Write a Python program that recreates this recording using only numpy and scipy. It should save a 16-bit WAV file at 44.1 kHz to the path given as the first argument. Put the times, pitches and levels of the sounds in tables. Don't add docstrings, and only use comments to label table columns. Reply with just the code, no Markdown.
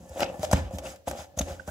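import sys
import numpy as np
from scipy import signal
from scipy.fft import rfft, irfft
from scipy.io import wavfile

SR = 44100
rng = np.random.default_rng(int(sys.argv[2]) if len(sys.argv) > 2 else 0)


def put_to_file(sound):
    columns = np.atleast_2d(sound).T
    safe = np.clip(columns, -1, 1)
    whole_steps = np.round(safe * 32767)
    wavfile.write(sys.argv[1], SR, whole_steps.astype(np.int16))


def gain_from_decibels(decibels):
    exponent = np.asarray(decibels, float) / 20
    return 10 ** exponent


N = 74970

# peak time in seconds, grit level in dB,
# wall share in dB, width in seconds, brightness in dB.
CRUNCHES = [(.095, -58.5, 4, 0.0059, 27.5), (0.178, -47, 8, 0.014, 3), (.195, -39, 1.5, 0.0052, 0),
            (.219, -36.5, 12, 0.007, -10), (0.23, -31.5, 6, 0.0066, -21.5), (0.242, -39, 4.5, 0.0055, -15),
            (0.439, -45.5, 17.5, 0.015, 18.5), (0.449, -33.5, -6, 0.0045, -2), (0.516, -31, 0.5, 0.0042, 4),
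            (0.532, -26, -8, 0.0071, 5), (.711, -58.5, 19, 0.005, 11), (0.843, -66.5, 26.5, 0.0079, -8),
            (1.079, -41, 9.5, 0.0095, -1), (1.088, -52, 1, 0.0017, 19), (1.114, -44, 3, 0.003, 3),
            (1.134, -59.5, 10, 0.0044, -7), (1.378, -46, 10, 0.0079, 12), (1.394, -35, 3.5, 0.0048, 7),
            (1.416, -41.5, 5, 0.0082, -1), (1.682, -50, 10.5, 0.014, 12)]
# start in seconds, grit peak in dB,
# wall share in dB, fade in seconds, brightness in dB.
TICKS = [(.205, -22.5, -11, 0.0047, -13), (.431, -27, -0.5, 0.0029, -8), (0.5308, -20.5, 0.5, .002, -4),
         (0.7852, -29, -2, 0.0085, -1), (0.96, -44, -12, 0.0064, 1), (1.0838, -33.5, -10, 0.004, 8),
         (1.097, -53, -9, .002, 10), (0.2294, -33, -15, 0.0027, -10), (.5132, -28, -17, .004, 5),
         (1.1129, -29, -17, 0.003, -5), (1.3901, -28, -10, 0.0026, -14), (1.3922, -40, -9, 0.0029, 4),
         (1.4125, -32, -12, .005, 3), (1.6774, -40, -4, 0.0045, 4), (0.3945, -40.5, -21, .003, 8)]
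# pitch in Hz, level in dB, time to fade by 60 dB in seconds.
COUNTER_MODES = [(71, -6, 0.13), (82.16, -5, 0.35), (100, -3.5, 0.093), (138.6, -8, 0.1), (185, -1, 0.076),
                 (228, 4.5, 0.026), (277, -11, 0.26), (348, -20.5, 0.14)]
# pitch in Hz, level in dB,
# time to fade by 60 dB in seconds.
BOWL_MODES = [(381, -13, 0.06), (538, -0.5, 0.16), (567.3, 2, 0.063), (608.5, 0, 0.045), (687, 0.5, 0.035),
              (746.6, -0.5, 0.044), (803.5, -12.5, 0.091), (787, -18, 0.061), (830, -42, .04),
              (1390, -18, 0.05), (1733, -17, 0.11), (1826, -12, 0.017), (2530, -10.5, 0.01),
              (3340, -43, .04)]


def rms_one(x):
    return x / np.sqrt(np.mean(x ** 2) + 1e-20)


def colour(x, points):
    hz = np.fft.rfftfreq(N, 1 / SR) + 1
    at, db = np.transpose(points)
    return irfft(rfft(x) * gain_from_decibels(np.interp(np.log(hz), np.log(at), db)), N)


def drift(rate_hz):
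    r = np.exp(-2 * np.pi * rate_hz / SR)
    wander = signal.lfilter([1], [1, -2 * r, r * r], rng.standard_normal(N + SR))
    return rms_one(wander[SR:])


def clicks(per_second, spread_db):
    size = gain_from_decibels(spread_db * np.minimum(rng.exponential(1, N), 4)) * rng.choice([-1, 1], N)
    return rms_one(size * (rng.random(N) < per_second / SR))


def ring(x, modes):
    out = 0
    for hz, db, t60 in modes:
        r, w = gain_from_decibels(-60 / (t60 * SR)), 2 * np.pi * hz / SR
        out = out + signal.lfilter([0, gain_from_decibels(db) * np.sin(w)], [1, -2 * r * np.cos(w), r * r], x + 1e-18)
    return out


def peak(x, hz, width_hz, db):
    a, w = gain_from_decibels(db / 2), 2 * np.pi * hz / SR
    k = np.tan(np.pi * width_hz / SR)
    middle = -2 * np.cos(w)
    return signal.lfilter([1 + k * a, middle, 1 - k * a], [1 + k / a, middle, 1 - k / a], x)


def high_pass(x, order, hz):
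    return signal.sosfilt(signal.butter(order, hz, "high", fs=SR, output="sos"), x)


def band_pass(x, order, edges_hz):
    return signal.sosfilt(signal.butter(order, edges_hz, "band", fs=SR, output="sos"), x)


def hush():
    # pitch in Hz, level in dB.
    air_colour = [(24, -55), (40, -12), (109, 4), (230, -28), (520, 3.5), (990, -25), (5180, -24),
                  (9220, -36), (16000, -22)]
    level_db = -59
    air = colour(rng.standard_normal((2, N)), air_colour)
    return gain_from_decibels(level_db - 8.0) * air / np.std(high_pass(air, 4, 1000))


def efforts():
    # time in seconds, wall rumble in dB, rocking on the counter in dB.
    stroke = [(0, -57, -49), (.12, -48, -53.5), (.2, -35, -53), (0.332, -40, -45.5), (.4, -47.5, -46),
              (.5, -41.5, -48.5), (.6, -39.5, -33), (.69, -47, -48), (.8, -46.5, -48), (0.872, -43, -41),
              (0.949, -52.5, -60), (1.047, -79, -59), (1.098, -47, -38), (1.198, -43, -55.5),
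              (1.3, -58.5, -64), (1.365, -62.5, -52), (1.478, -40, -49.5), (1.641, -59.5, -55.5)]
    # fastest moment in seconds, grit level in dB,
    # rise in seconds, fall in seconds, brightness in dB.
    sweeps = [(.06, -63, 0.2, 0.13, 10.5), (.15, -54, 0.049, 0.017, 6.5), (.34, -63, 0.064, 0.21, 19),
              (.66, -57, 0.14, 0.03, -12), (1.599, -61.5, 0.022, 0.17, 2), (0.214, -42.5, 0.037, 0.031, -1),
              (.265, -58, 0.048, 0.026, -20), (0.442, -44, 0.033, 0.04, 0),
              (0.556, -39.5, 0.042, 0.047, -6), (0.747, -50, 0.024, 0.033, 8.5),
              (0.873, -43.5, 0.038, 0.059, 3), (1.092, -45, 0.02, 0.047, -1),
              (1.195, -44.5, 0.039, .045, 2), (1.40, -50, 0.025, 0.065, 0), (1.498, -46.5, 0.032, .06, 0.5),
              (1.68, -52.5, .003, 0.083, 19)]
    tick_db = -9
    t = np.arange(N) / SR
    at, wall_db, rock_db = np.transpose(stroke)
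    wall = gain_from_decibels(np.interp(t, at, wall_db)) ** 2
    rock = gain_from_decibels(np.interp(t, at, rock_db)) ** 2
    moves = []
    for s, db, rise, fall, tilt_db in sweeps:
        swell = np.exp(-((t - s) / np.where(t < s, rise, fall)) ** 2)
        moves.append((gain_from_decibels(db) * swell, tilt_db))
    for s, db, _, width, tilt_db in CRUNCHES:
        moves.append((gain_from_decibels(db) * np.exp(-((t - s) / width) ** 2), tilt_db))
    for s, db, _, fade, tilt_db in TICKS:
        moves.append((gain_from_decibels(db + tick_db) * (t > s) * np.exp(-np.abs(t - s) / fade), tilt_db))
    dull = sum((gain * gain_from_decibels(-tilt_db / 2)) ** 2 for gain, tilt_db in moves)
    bright = sum((gain * gain_from_decibels(tilt_db / 2)) ** 2 for gain, tilt_db in moves)
    return np.sqrt([dull, bright, wall, rock])


def grit(dull, bright):
    # pitch in Hz, level in dB.
    grain_colour = [(300, 2), (1000, 1.5), (2000, 0), (3200, -1.5), (4500, -3), (7000, -5.5), (11000, -9),
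                    (16000, -12)]
    grains_per_s, grain_spread_db, patch_db = 4200, 6.5, 1.16
    band_edges_hz = [200, 1200, 2300, 3200, 4400, 5800, 7000, 8500, 11500, 17000]
    fineness = [.2, 0.053, .01, 0.35, 0.39, 0.83, 0.77, 1.0, 1.0]
    out = 0
    for low, high, fine in zip(band_edges_hz, band_edges_hz[1:], fineness):
        grains = colour(clicks(grains_per_s, grain_spread_db), grain_colour)
        patches = gain_from_decibels(patch_db * (drift(33.5) + drift(24)))
        band = band_pass(grains, 2, (low, high)) * patches
        out = out + band * dull ** (1 - fine) * bright ** fine
    return out


def rubbed(gain, modes):
    slips_per_s, slip_spread_db, slip_wander_db, contact_wander_db = 1500, 0.5, 2.5, 4
    slips = clicks(slips_per_s, slip_spread_db) * gain_from_decibels(slip_wander_db * drift(34))
    out = 0
    for mode in modes:
        contact = gain_from_decibels(contact_wander_db * np.clip(drift(13.9), -2, 2))
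        out = out + ring(gain * slips * contact, [mode])
    return out / np.std(ring(slips, modes)) * gain_from_decibels(-2)


def jolts():
    jolt_db, jolt_hz, chatter_hz, chatter_jitter = 3, 1183, 638, 0.14
    push, bump = np.zeros(N), np.hanning(int(SR / jolt_hz) + 2)
    jitter = rng.normal(0, chatter_jitter, (len(CRUNCHES), 11))
    steps = (jitter + np.arange(-5, 6)) / chatter_hz
    for (s, db, wall_db, width, _), late in zip(CRUNCHES, steps):
        strength = np.exp(-(late / (0.63 * width)) ** 2)
        push[((s + late) * SR).astype(int)] += gain_from_decibels(db + wall_db + jolt_db) * strength
    for s, db, wall_db, *_ in TICKS:
        push[int(s * SR)] += gain_from_decibels(db + wall_db + 0.5)
    return ring(np.convolve(push, bump / bump.sum())[:N], BOWL_MODES) / 3


def knocks():
    # start in seconds, peak in dB, contact sharpness in Hz, share of the deep boom in dB.
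    knock_rows = [(0.099, -43.5, 154, 17.5), (0.224, -25, 410, -23), (0.392, -28, 443, -25),
                  (0.402, -34, 295, -19), (0.5308, -11, 470, 7.5), (0.539, -10, 185, -11),
                  (0.577, -24, 192, -13), (.635, -40, 148, 23.5), (.735, -25, 328, 0),
                  (0.7453, -26.5, 328, 4.5), (1.074, -29.5, 405, 5), (1.19, -34.5, 200, 5),
                  (1.372, -27.5, 308, 10.5), (1.4027, -22.5, 262, 2), (1.4076, -21.5, 493, 7),
                  (1.504, -29, 204, 8.5), (1.678, -28, 377, 7.5)]
    deep_hz, wall_db = 110, -2
    push, deep = np.zeros(N), np.zeros(N)
    for s, db, hz, deep_db in knock_rows:
        bump = np.hanning(int(SR / hz) + 2)
        bump = bump / bump.sum()
        i = int(s * SR)
        push[i:i + len(bump)] += bump * gain_from_decibels(db - 6.5)
        deep[i:i + len(bump)] += bump * gain_from_decibels(db - 12 + deep_db)
    boom = ring(deep, [m for m in COUNTER_MODES if m[0] < deep_hz])
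    thud = ring(push, [m for m in COUNTER_MODES if m[0] > deep_hz])
    return boom + thud + gain_from_decibels(wall_db) * ring(push, BOWL_MODES)


def raps():
    # start in seconds, peak in dB, pitch in Hz, time to fade by 60 dB in seconds.
    rap_rows = [(.176, -37, 516, .03), (.1955, -25, 714, 0.023), (0.2054, -25, 592, 0.041),
                (.2215, -19.5, 601, 0.031), (0.2299, -17.5, 640, 0.024), (.299, -28.5, 570, 0.036),
                (.356, -36.5, 545, 0.048), (.3935, -39.5, 614, 0.028), (.433, -31, 616, 0.036),
                (.5135, -23, 680, .03), (.5312, -16.5, 830, 0.021), (0.5331, -8, 635, 0.015),
                (.557, -30.5, 514, 0.036), (.837, -36, 550, .03), (.851, -34.5, 648, 0.044),
                (1.0755, -26, 630, 0.018), (1.0795, -20.5, 722, 0.02), (1.111, -27.5, 600, 0.03),
                (1.133, -32, 540, 0.049), (1.152, -34, 544, 0.04), (1.389, -31, 760, 0.022),
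                (1.4097, -22, 560, .014), (.936, -42.5, 565, .05), (1.0722, -30, 694, 0.0081),
                (0.2246, -28, 577, 0.047), (1.502, -33.5, 562, 0.068), (1.52, -36.5, 550, 0.036),
                (1.677, -28.5, 583, 0.0093), (1.686, -33, 645, 0.047)]
    # multiple of the pitch, level in dB.
    overtones = [(1.3, -7), (2.1, -16)]
    out = np.zeros(N)
    for s, db, hz, t60 in rap_rows:
        push = np.zeros(SR // 8)
        push[:9] = np.hanning(9) / 4
        tones = [(hz, db, t60)]
        tones += [(hz * k, db + over_db, t60 / k) for k, over_db in overtones]
        note = ring(push, tones)
        i = int(s * SR)
        out[i:i + len(note)] += note[:N - i]
    return out


def cracks():
    crack_db, low_hz = 9, 900
    s, db = np.transpose(TICKS)[:2]
    push = np.zeros(N)
    push[(s * SR).astype(int)] = gain_from_decibels(db + crack_db)
    return high_pass(push, 2, low_hz)


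def squeaks():
    # peak time in seconds, level in dB, pitch in Hz, width in seconds.
    squeak_rows = [(.208, -41, 2800, 0.0033), (0.255, -51, 2700, 0.0096), (.264, -49, 2500, 0.0045),
                   (0.289, -54.5, 2640, 0.011), (.535, -38, 1800, 0.0065), (1.086, -48, 8000, 0.0033),
                   (1.084, -45.5, 10960, 0.0081), (1.099, -47, 11100, 0.0025), (1.392, -33, 6530, 0.0048),
                   (1.393, -37.5, 10740, 0.0043), (1.6, -46.5, 1510, 0.0041), (1.113, -50, 1390, 0.0033),
                   (1.415, -42.5, 3730, 0.0034), (.865, -53.5, 2700, .012), (1.414, -44, 6600, 0.0024),
                   (1.69, -50, 1470, .01)]
    cycles = 24
    t, rub = np.arange(N) / SR, rng.standard_normal(N)
    out = 0
    for s, db, hz, width in squeak_rows:
        tone = rms_one(ring(rub, [(hz, 0, cycles / hz)]))
        out = out + gain_from_decibels(db) * np.exp(-((t - s) / width) ** 2) * tone
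    return out


def space(x, near_db):
    right_lag_s, near_fade_s, near_low_hz = .00002, 0.0011, 638
    room_t60_s, room_db, room_band_hz = 0.43, -12.5, [350, 15000]
    t = np.arange(SR // 2) / SR
    near = rng.standard_normal((2, len(t))) * np.exp(-t / near_fade_s)
    near = high_pass(near, 2, near_low_hz)
    tail = rng.standard_normal((2, len(t))) * gain_from_decibels(-60 * t / room_t60_s) * (t > .006)
    tail = band_pass(tail, 1, room_band_hz)
    reply = 0
    for db, echo in [(near_db, near), (room_db, tail)]:
        reply = reply + gain_from_decibels(db) * echo / np.sqrt(np.sum(echo ** 2, axis=1, keepdims=True))
    direct = np.array([x, np.interp(np.arange(N) - right_lag_s * SR, np.arange(N), x)])
    return direct + signal.fftconvolve(x[None], reply, axes=1)[:, :N]


def scene():
    spots, grit_echo_db, body_echo_db, wall_rub_db = 3, 3.5, -4.5, 2
    dull, bright, on_wall, on_counter = efforts()
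    powder = sum(space(grit(dull, bright), grit_echo_db) for _ in range(spots)) / np.sqrt(spots)
    rub = gain_from_decibels(wall_rub_db) * rubbed(on_wall, BOWL_MODES) + rubbed(on_counter, COUNTER_MODES)
    body = space(rub + jolts() + knocks() + raps(), body_echo_db)
    glaze = space(cracks(), grit_echo_db) + space(squeaks(), grit_echo_db)
    return hush() + powder + body + glaze


def roll_off(x):
    return signal.sosfilt(signal.butter(12, 16660, fs=SR, output="sos"), x)


def record(dry):
    # pitch in Hz, width in Hz, level in dB.
    left_port = [(443, 86, -5), (7600, 1940, 8.5), (6070, 330, 5.5), (9480, 710, -18.5), (12750, 6700, -8)]
    right_port = [(435, 52, -11), (6800, 850, -1.5), (6610, 86, 6), (9100, 460, -3), (10280, 660, 6),
                  (11950, 5700, 1.5)]
    turn_hz, turn_width_hz = 4310, 2570
    low_cut_hz, top_hz = 52.2, 16050
    ports = []
    for x, port in zip(dry, [left_port, right_port]):
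        for hz, width_hz, db in port:
            x = peak(x, hz, width_hz, db)
        ports.append(x)
    left, right = ports
    k = np.tan(np.pi * turn_width_hz / SR)
    turn = [1 + k, -2 * np.cos(2 * np.pi * turn_hz / SR), 1 - k]
    right = signal.lfilter(turn[::-1], turn, right)
    left = np.concatenate([np.zeros(6), left[:-6]])
    mix = high_pass(np.array([left, right]), 7, low_cut_hz)
    mix = signal.sosfilt(signal.cheby2(16, 50, top_hz, fs=SR, output="sos"), mix)
    return roll_off(mix)


dry = scene()
out = record(dry)
put_to_file(out)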